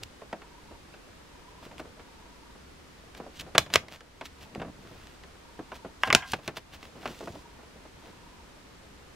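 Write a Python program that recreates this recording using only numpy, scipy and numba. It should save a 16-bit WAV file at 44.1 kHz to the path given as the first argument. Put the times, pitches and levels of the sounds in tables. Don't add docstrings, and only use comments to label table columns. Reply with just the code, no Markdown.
import sys
import numpy as np
from scipy import signal
from scipy.fft import rfft, irfft, next_fast_len
from scipy.io import wavfile
from numba import njit

SR = 44100
rng = np.random.default_rng(int(sys.argv[2]) if len(sys.argv) > 2 else 0)


def wav_out(sig):
    wavfile.write(sys.argv[1], SR, np.round(np.clip(np.atleast_2d(sig).T, -1, 1) * 32767).astype(np.int16))


N = 403515
TIME = np.arange(N) / SR
BURST = 16384
BURST_TIME = np.arange(BURST) / SR


def undb(db):
    return 10 ** (np.asarray(db) / 20)


def unit(x):
    return x / np.sqrt(np.mean(x ** 2) + 1e-20)


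def freqs(x):
    return np.maximum(np.fft.rfftfreq(x.shape[-1], 1 / SR), 1)


def shape(x, response):
    size = next_fast_len(x.shape[-1] // 2 + 1) * 2
    spectrum = rfft(x, size) * response(freqs(np.empty(size)))
    return irfft(spectrum, size)[..., :x.shape[-1]]


def add(track, s, sound):
    start = int(s * SR)
    a, b = max(start, 0), min(start + len(sound), N)
    track[a:b] += sound[a - start:b - start]


def octaves(x):
    centres = 62.5 * 2. ** np.arange(9)
    log_f = np.log(freqs(x))
    share = np.array([np.interp(log_f, np.log(centres), row) for row in np.eye(len(centres))])
    return centres, irfft(rfft(x) * share)


def decay_60(t, t60):
    return np.exp(-np.log(1000) * t / t60)


def grains(size, spread_db, per_s):
    strength = undb(spread_db * rng.standard_normal(size))
    grain_index = (np.arange(size) * (per_s / SR)).astype(int)
    return unit(rng.standard_normal(size) * strength[grain_index])


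# (f/Hz, width/Hz, level/dB)
SHEET_MODES = [(648, 81, -4), (1075, 80, -42), (1700, 59, -46), (2750, 430, -9), (3430, 210, -11)]


def paper(x, low_hz, high_hz, modes=(), fall=0.31):
    def response(f):
        lo, hi = 1j * f / low_hz, 1j * f / high_hz
        low_edge = lo ** 2 / (1 + np.sqrt(2) * lo + lo ** 2)
        high_edge = 1 / (1 + np.sqrt(2) * hi + hi ** 2) / (1 + hi) ** fall
        ringing = sum(undb(db) / (1 + 1j * hz / width * (f / hz - hz / f))
                      for hz, width, db in [*SHEET_MODES, *modes])
        return low_edge * high_edge * (1 + ringing)
    return unit(shape(x, response))


def buckle(db, low_hz, high_hz, t60, panel_hz, panel_db=0, panel_q=7, crack_db=-7, bass_lag=0.17,
           rise=0.0089, flutter_db=-21, flutter_t60=0.085):
    t = BURST_TIME
    centres, bands = octaves(grains(BURST, spread_db=2, per_s=1500))
    burst = 0
    for hz, band in zip(centres, bands):
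        slow = (2000 / hz) ** bass_lag
        ring = t60 * slow
        envelope = (1 - np.exp(-t / (rise * ring))) * decay_60(t, ring)
        flutter = (1 - np.exp(-t / 0.0013)) * decay_60(t, flutter_t60 * slow)
        envelope += undb(flutter_db) * flutter
        burst = burst + unit(band * envelope) * np.sqrt(hz)
    crack = unit(signal.unit_impulse(BURST, 12))
    burst = unit(burst) + undb(crack_db) * min(1, 0.014 / t60) * crack
    panel = (panel_hz, panel_hz / panel_q, panel_db)
    return paper(burst, low_hz, high_hz, [panel]) * undb(db) * np.sqrt(SR / 100 / BURST)


def air(centre_hz):
    noise = rng.standard_normal(BURST)
    return unit(shape(noise, lambda f: 1 / (1 + (f / centre_hz - centre_hz / f) ** 2 / 2)))


def puff(db, air_db=-24.0, growth=0.54, centre_hz=62, octaves_per_db=0.06, decay_s=0.025):
    t = BURST_TIME
    rumble = air(centre_hz * 2 ** (-octaves_per_db * db)) * undb(growth * db + air_db)
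    return rumble * (1 - np.exp(-t / 0.0033)) * np.exp(-t / decay_s)


CRACK_T60_S, FLOP_EXTRA_T60_S, CRACK_ABOVE_HZ, CRACK_STEEPNESS = 0.01, 0.053, 2720, 6
PANEL_RATIO, CREASE_HZ = 1.2, 2450


def snap(db, low_hz, high_hz):
    floppy = 1 / (1 + (high_hz / CRACK_ABOVE_HZ) ** CRACK_STEEPNESS)
    flop_hz = PANEL_RATIO * np.sqrt(low_hz * high_hz)
    panel_hz = flop_hz ** floppy * CREASE_HZ ** (1 - floppy)
    return buckle(db, low_hz, high_hz, CRACK_T60_S + FLOP_EXTRA_T60_S * floppy, panel_hz) + puff(db)


# (t/s, level/dB of the buckle as rms over 10 ms, low edge f/Hz, high edge f/Hz)
PANEL_SNAPS = [(.217, -42, 238, 1000), (.328, -30, 235, 1350), (.418, -45.5, 200, 1890),
               (0.939, -49.5, 460, 2400), (1.782, -48, 150, 4300), (1.796, -35.5, 55, 1300),
               (1.995, -46.5, 80, 1500), (3.149, -47.5, 400, 3600), (3.200, -35, 189, 676),
               (3.263, -42, 300, 610), (3.550, -35, 80, 3360), (3.552, -21, 120, 1680),
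               (3.5802, -11.5, 200, 4500), (3.582, -10, 416, 5850), (3.663, -42, 60, 2530),
               (3.702, -40, 80, 2640), (3.7386, -18.5, 1000, 5200), (3.7575, -10, 69.4, 3850),
               (3.884, -43.5, 80, 3700), (4.007, -44.5, 79, 3130), (4.211, -34.5, 302, 1940),
               (4.550, -43.5, 80, 4130), (4.556, -36, 75, 845), (4.598, -37.5, 80, 1390),
               (4.617, -31.5, 110, 1330), (4.647, -38, 80, 800), (5.236, -49.5, 80, 3400),
               (5.591, -33, 85.5, 710), (5.718, -36, 670, 1150), (5.848, -35.5, 110, 840),
               (6.074, -27.5, 80, 2280), (6.1277, -13, 80, 3650), (6.1495, -6.5, 170, 5700),
               (6.334, -20, 59.5, 2410), (6.388, -43, 150, 1500), (6.478, -29, 80, 3920),
               (6.48, -28, 50, 1690), (6.571, -37, 80, 2490), (6.829, -44.5, 200, 3500),
               (7.029, -46.5, 80, 2170), (7.056, -28.5, 172, 1850), (7.077, -39, 100, 1990),
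               (7.206, -38, 200, 900), (7.227, -40, 150, 890), (7.274, -34.5, 260, 1180),
               (7.354, -42.5, 110, 600), (7.757, -50, 110, 350)]


def snaps():
    out = np.zeros(N)
    for s, db, low_hz, high_hz in PANEL_SNAPS:
        add(out, s - .0004, snap(db, low_hz, high_hz))
    return out


# (t/s, level/dB of the tap as rms over 10 ms before its treble cut, tap t60/s at 2 kHz, ring level/dB before decay)
LEAFLET_KNOCKS = [(6.034, -15.5, 0.019, -27), (6.102, -15, 0.034, -40), (6.152, -44, .03, -28),
                  (6.222, -33.5, 0.096, -37.5)]
# (f/Hz, width/Hz before sharpening, level/dB before the ring's treble roll-off)
KNOCKED_MODES = [(760, 55, -2), (1040, 100, -2), (1400, 110, -9.5), (1610, 84, 2), (2050, 80, -4),
                 (2530, 68, -10), (3030, 90, -5), (3260, 50, -1)]


def knocks(low_hz=950, high_hz=3150, main_hz=1070, click_db=-21, ring_t60=0.29, sharpness=2.2,
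           ring_top_hz=2300):
    out, t = np.zeros(N), BURST_TIME
    blunt = signal.butter(10, high_hz, fs=SR, output="sos")

    def body(f):
        modes = sum(undb(db) / (1 + (sharpness * (f - hz) / width) ** 2) for hz, width, db in KNOCKED_MODES)
        return modes / (1 + (f / ring_top_hz) ** 2)
    for s, db, t60, ring_db in LEAFLET_KNOCKS:
        tap = signal.sosfilt(blunt, buckle(db, low_hz, high_hz, t60, main_hz))
        click = buckle(db + click_db, low_hz=2500, high_hz=5400, t60=0.0136, panel_hz=5500)
        ring = unit(shape(rng.standard_normal(BURST), body)) * undb(ring_db)
        ring = ring * (1 - np.exp(-t / 0.0011)) * decay_60(t, ring_t60)
        add(out, s, tap + click + ring)
    return out


def crinkles(per_s, spread_db):
    hit = rng.random(BURST) < per_s / SR
    sign = rng.choice([-1, 1], BURST)
    return unit(hit * sign * undb(spread_db * rng.standard_normal(BURST)))


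def swell(t, length):
    return 1 / np.cosh(np.clip(2.68 * t / length, -20, 20))


# (middle t/s, level/dB of the slips at the middle, low edge f/Hz, length t/s)
SLIDES = [(0.035, -36, 2430, 0.0059), (1.647, -51, 99, .04), (1.798, -48, 2500, 0.016),
          (3.176, -45.5, 100, 0.013), (3.366, -51.5, 2190, 0.035), (3.398, -38, 1900, 0.0075),
          (3.411, -34.5, 1710, 0.01), (3.742, -21.5, 5000, 0.0058), (3.75, -24.5, 200, 0.023),
          (3.935, -42.5, 80, 0.042), (4.259, -41.5, 1580, 0.018), (4.427, -47.5, 80, 0.033),
          (4.981, -58, 600, 0.37), (5.759, -46.5, 150, 0.028), (6.067, -42, 2500, 0.046),
          (6.31, -42.5, 2500, 0.072), (6.321, -25.5, 3360, 0.0042), (6.463, -47, 80.4, 0.067),
          (6.574, -35, 500, 0.018), (6.744, -44.5, 80, 0.029), (6.844, -51, 200, 0.054),
          (7.097, -47, 79.6, 0.13), (7.241, -56, 3160, 0.36), (8.074, -59, 200, 0.1)]
RUB_BAND_HZ = 4060


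def rubs(crinkle_db=-4, fizz_db=-12, fizz_hz=10000, air_db=-33, air_growth=0.55, air_hz=95, air_s=.03):
    out = np.zeros(N)
    t = (np.arange(BURST) - BURST // 2) / SR
    for s, db, low_hz, length in SLIDES:
        slips = grains(BURST, spread_db=3, per_s=900)
        slips = slips + undb(crinkle_db) * crinkles(per_s=60 + 5 / length, spread_db=6.5)
        body = paper(slips, low_hz, np.hypot(low_hz, RUB_BAND_HZ))
        fibres = grains(BURST, spread_db=0.5, per_s=460)
        fizz = unit(shape(fibres, lambda f: 1 / (1 + (fizz_hz / f) ** 6))) * undb(fizz_db)
        add(out, s + t[0], (body + fizz) * undb(db) * swell(t, length))
        add(out, s + t[0], air(air_hz) * undb(air_growth * db + air_db) / np.cosh(t / air_s))
    return out


# (middle t/s, sway level/dB, length t/s)
HAND_MOVES = [(0.779, -61, 0.19), (1.659, -51, 0.061), (1.849, -55, 0.17), (3.224, -54, .06),
              (3.442, -52, 0.084), (3.683, -58, .08), (3.867, -53, 0.088), (4.628, -41, 0.11),
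              (4.896, -51.5, 0.24), (6.1, -37, 0.068), (6.5, -51, .05), (6.957, -53.5, .05),
              (7.08, -42.5, .07), (7.321, -47.5, 0.14), (7.629, -64, .05), (8.068, -61, 0.084)]


def sway(low_hz=45, high_hz=310, spread_db=4):
    motion = sum(undb(db) * swell(TIME - s, length) for s, db, length in HAND_MOVES)
    return motion * paper(grains(N, spread_db, per_s=77), low_hz, high_hz)


def small_flops(count=3, db=-36, growth=0.29, spread_db=2, low_hz=100, high_hz=850,
                spread_octaves=.55, scatter=.5):
    out = np.zeros(N)
    for s, sway_db, length in HAND_MOVES:
        for late, loud, bright in rng.standard_normal((count, 3)):
            flop_db = db + growth * sway_db + spread_db * loud
            flop = snap(flop_db, low_hz, high_hz * 2 ** (spread_octaves * bright))
            add(out, max(s + scatter * length * late, 0), flop)
    return out


def tremble(db=-66, spread_db=6):
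    return undb(db) * paper(grains(N, spread_db, per_s=60), low_hz=156, high_hz=886)


def room(x, wet_db=-19, t60=0.2, damping=0.017):
    t = BURST_TIME
    out = []
    for _ in range(2):
        centres, bands = octaves(rng.standard_normal(BURST))
        decay = decay_60(t, t60 * (2000 / centres[:, None]) ** damping)
        onset = np.clip((t - .003) / 0.0042, 0, 1)
        tail = (bands * decay).sum(axis=0) * onset
        out.append(signal.fftconvolve(x, unit(tail) / np.sqrt(BURST))[:N])
    return undb(wet_db) * np.array(out)


# (start t/s, end t/s)
TRILL_RUNS = [(.418, .78), (1.321, 1.7), (1.989, 2.52), (4.395, 4.75), (5.457, 5.9), (7.33, 7.63),
              (8.031, 8.46)]
TRILL_DB = -58


def trills(pitch_hz=950, period_s=.034, pulse_s=0.0056):
    out, t = np.zeros(N), np.arange(-1024, 1024) / SR
    for start, end in TRILL_RUNS:
        chance = rng.standard_normal((32, 3))
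        for s, (late, tune, loud) in zip(np.arange(start, end, period_s), chance):
            tone = np.sin(2 * np.pi * pitch_hz * (1 + 0.029 * tune) * t)
            pulse = tone * np.exp(-(t / pulse_s) ** 2 / 2)
            add(out, s + t[0] + 0.00206 * late, pulse * undb(TRILL_DB + 2.9 * loud) * np.sqrt(2))
    return out


# (f/Hz, relative level/dB per Hz)
HISS_SPECTRUM = [(15, -7), (25, -3.5), (69, 0.5), (101, -8.5), (198, -7), (240, -10), (267, -8), (378, -11),
                 (410, -11), (469, -10.5), (648, -17), (945, -15), (1200, -16), (4870, -25), (15500, -38.5)]
HISS_DB = -53


def background(side_db=-1, shared_below_hz=190, dull_hz=15000):
    hz, db = np.transpose(HISS_SPECTRUM)

    def colour(f):
        return undb(np.interp(np.log(f), np.log(hz), db)) / (1 + (f / dull_hz) ** 6)
    mid, side = (unit(shape(rng.standard_normal(N), colour)) for _ in range(2))
    side = undb(side_db) * shape(side, lambda f: 1 / np.sqrt(1 + (shared_below_hz / f) ** 4))
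    return undb(HISS_DB) * np.array([mid + side, mid - side])


PORT_LAG_SAMPLES = .8


def scene(pan_db=-0.5):
    leaflet = snaps() + knocks() + rubs() + sway() + small_flops() + tremble()

    def tilt(f, db):
        return undb(db / 2 * f / (f + 900))
    left = shape(leaflet, lambda f: np.exp(-2j * np.pi * f * PORT_LAG_SAMPLES / SR) * tilt(f, pan_db))
    right = shape(leaflet, lambda f: tilt(f, -pan_db))
    reverb = room(shape(leaflet, lambda f: 1j * f / (1j * f + 160)))
    return np.array([left, right]) + reverb + trills() + background()


@njit
def follow(x, attack, release):
    out, e = np.empty(len(x)), 0.
    for i in range(len(x)):
        e += (x[i] - e) * (attack if x[i] > e else release)
        out[i] = e
    return out


DUCK_KNEE, TOP_HZ = .042, 15600


def record(dry, depth_db=3.5, attack_s=0.0052, release_s=0.19):
    loudness = follow(np.abs(dry).mean(axis=0), 1 / (attack_s * SR), 1 / (release_s * SR))
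    ducked = dry * undb(-depth_db * np.tanh((loudness / DUCK_KNEE) ** 2))
    rounded = ducked / (1 + ducked ** 6) ** (1 / 6)
    top_cut = signal.ellip(8, .2, 70, TOP_HZ, fs=SR, output="sos")
    return signal.sosfilt(top_cut, rounded)


dry = scene()
out = record(dry)
wav_out(out)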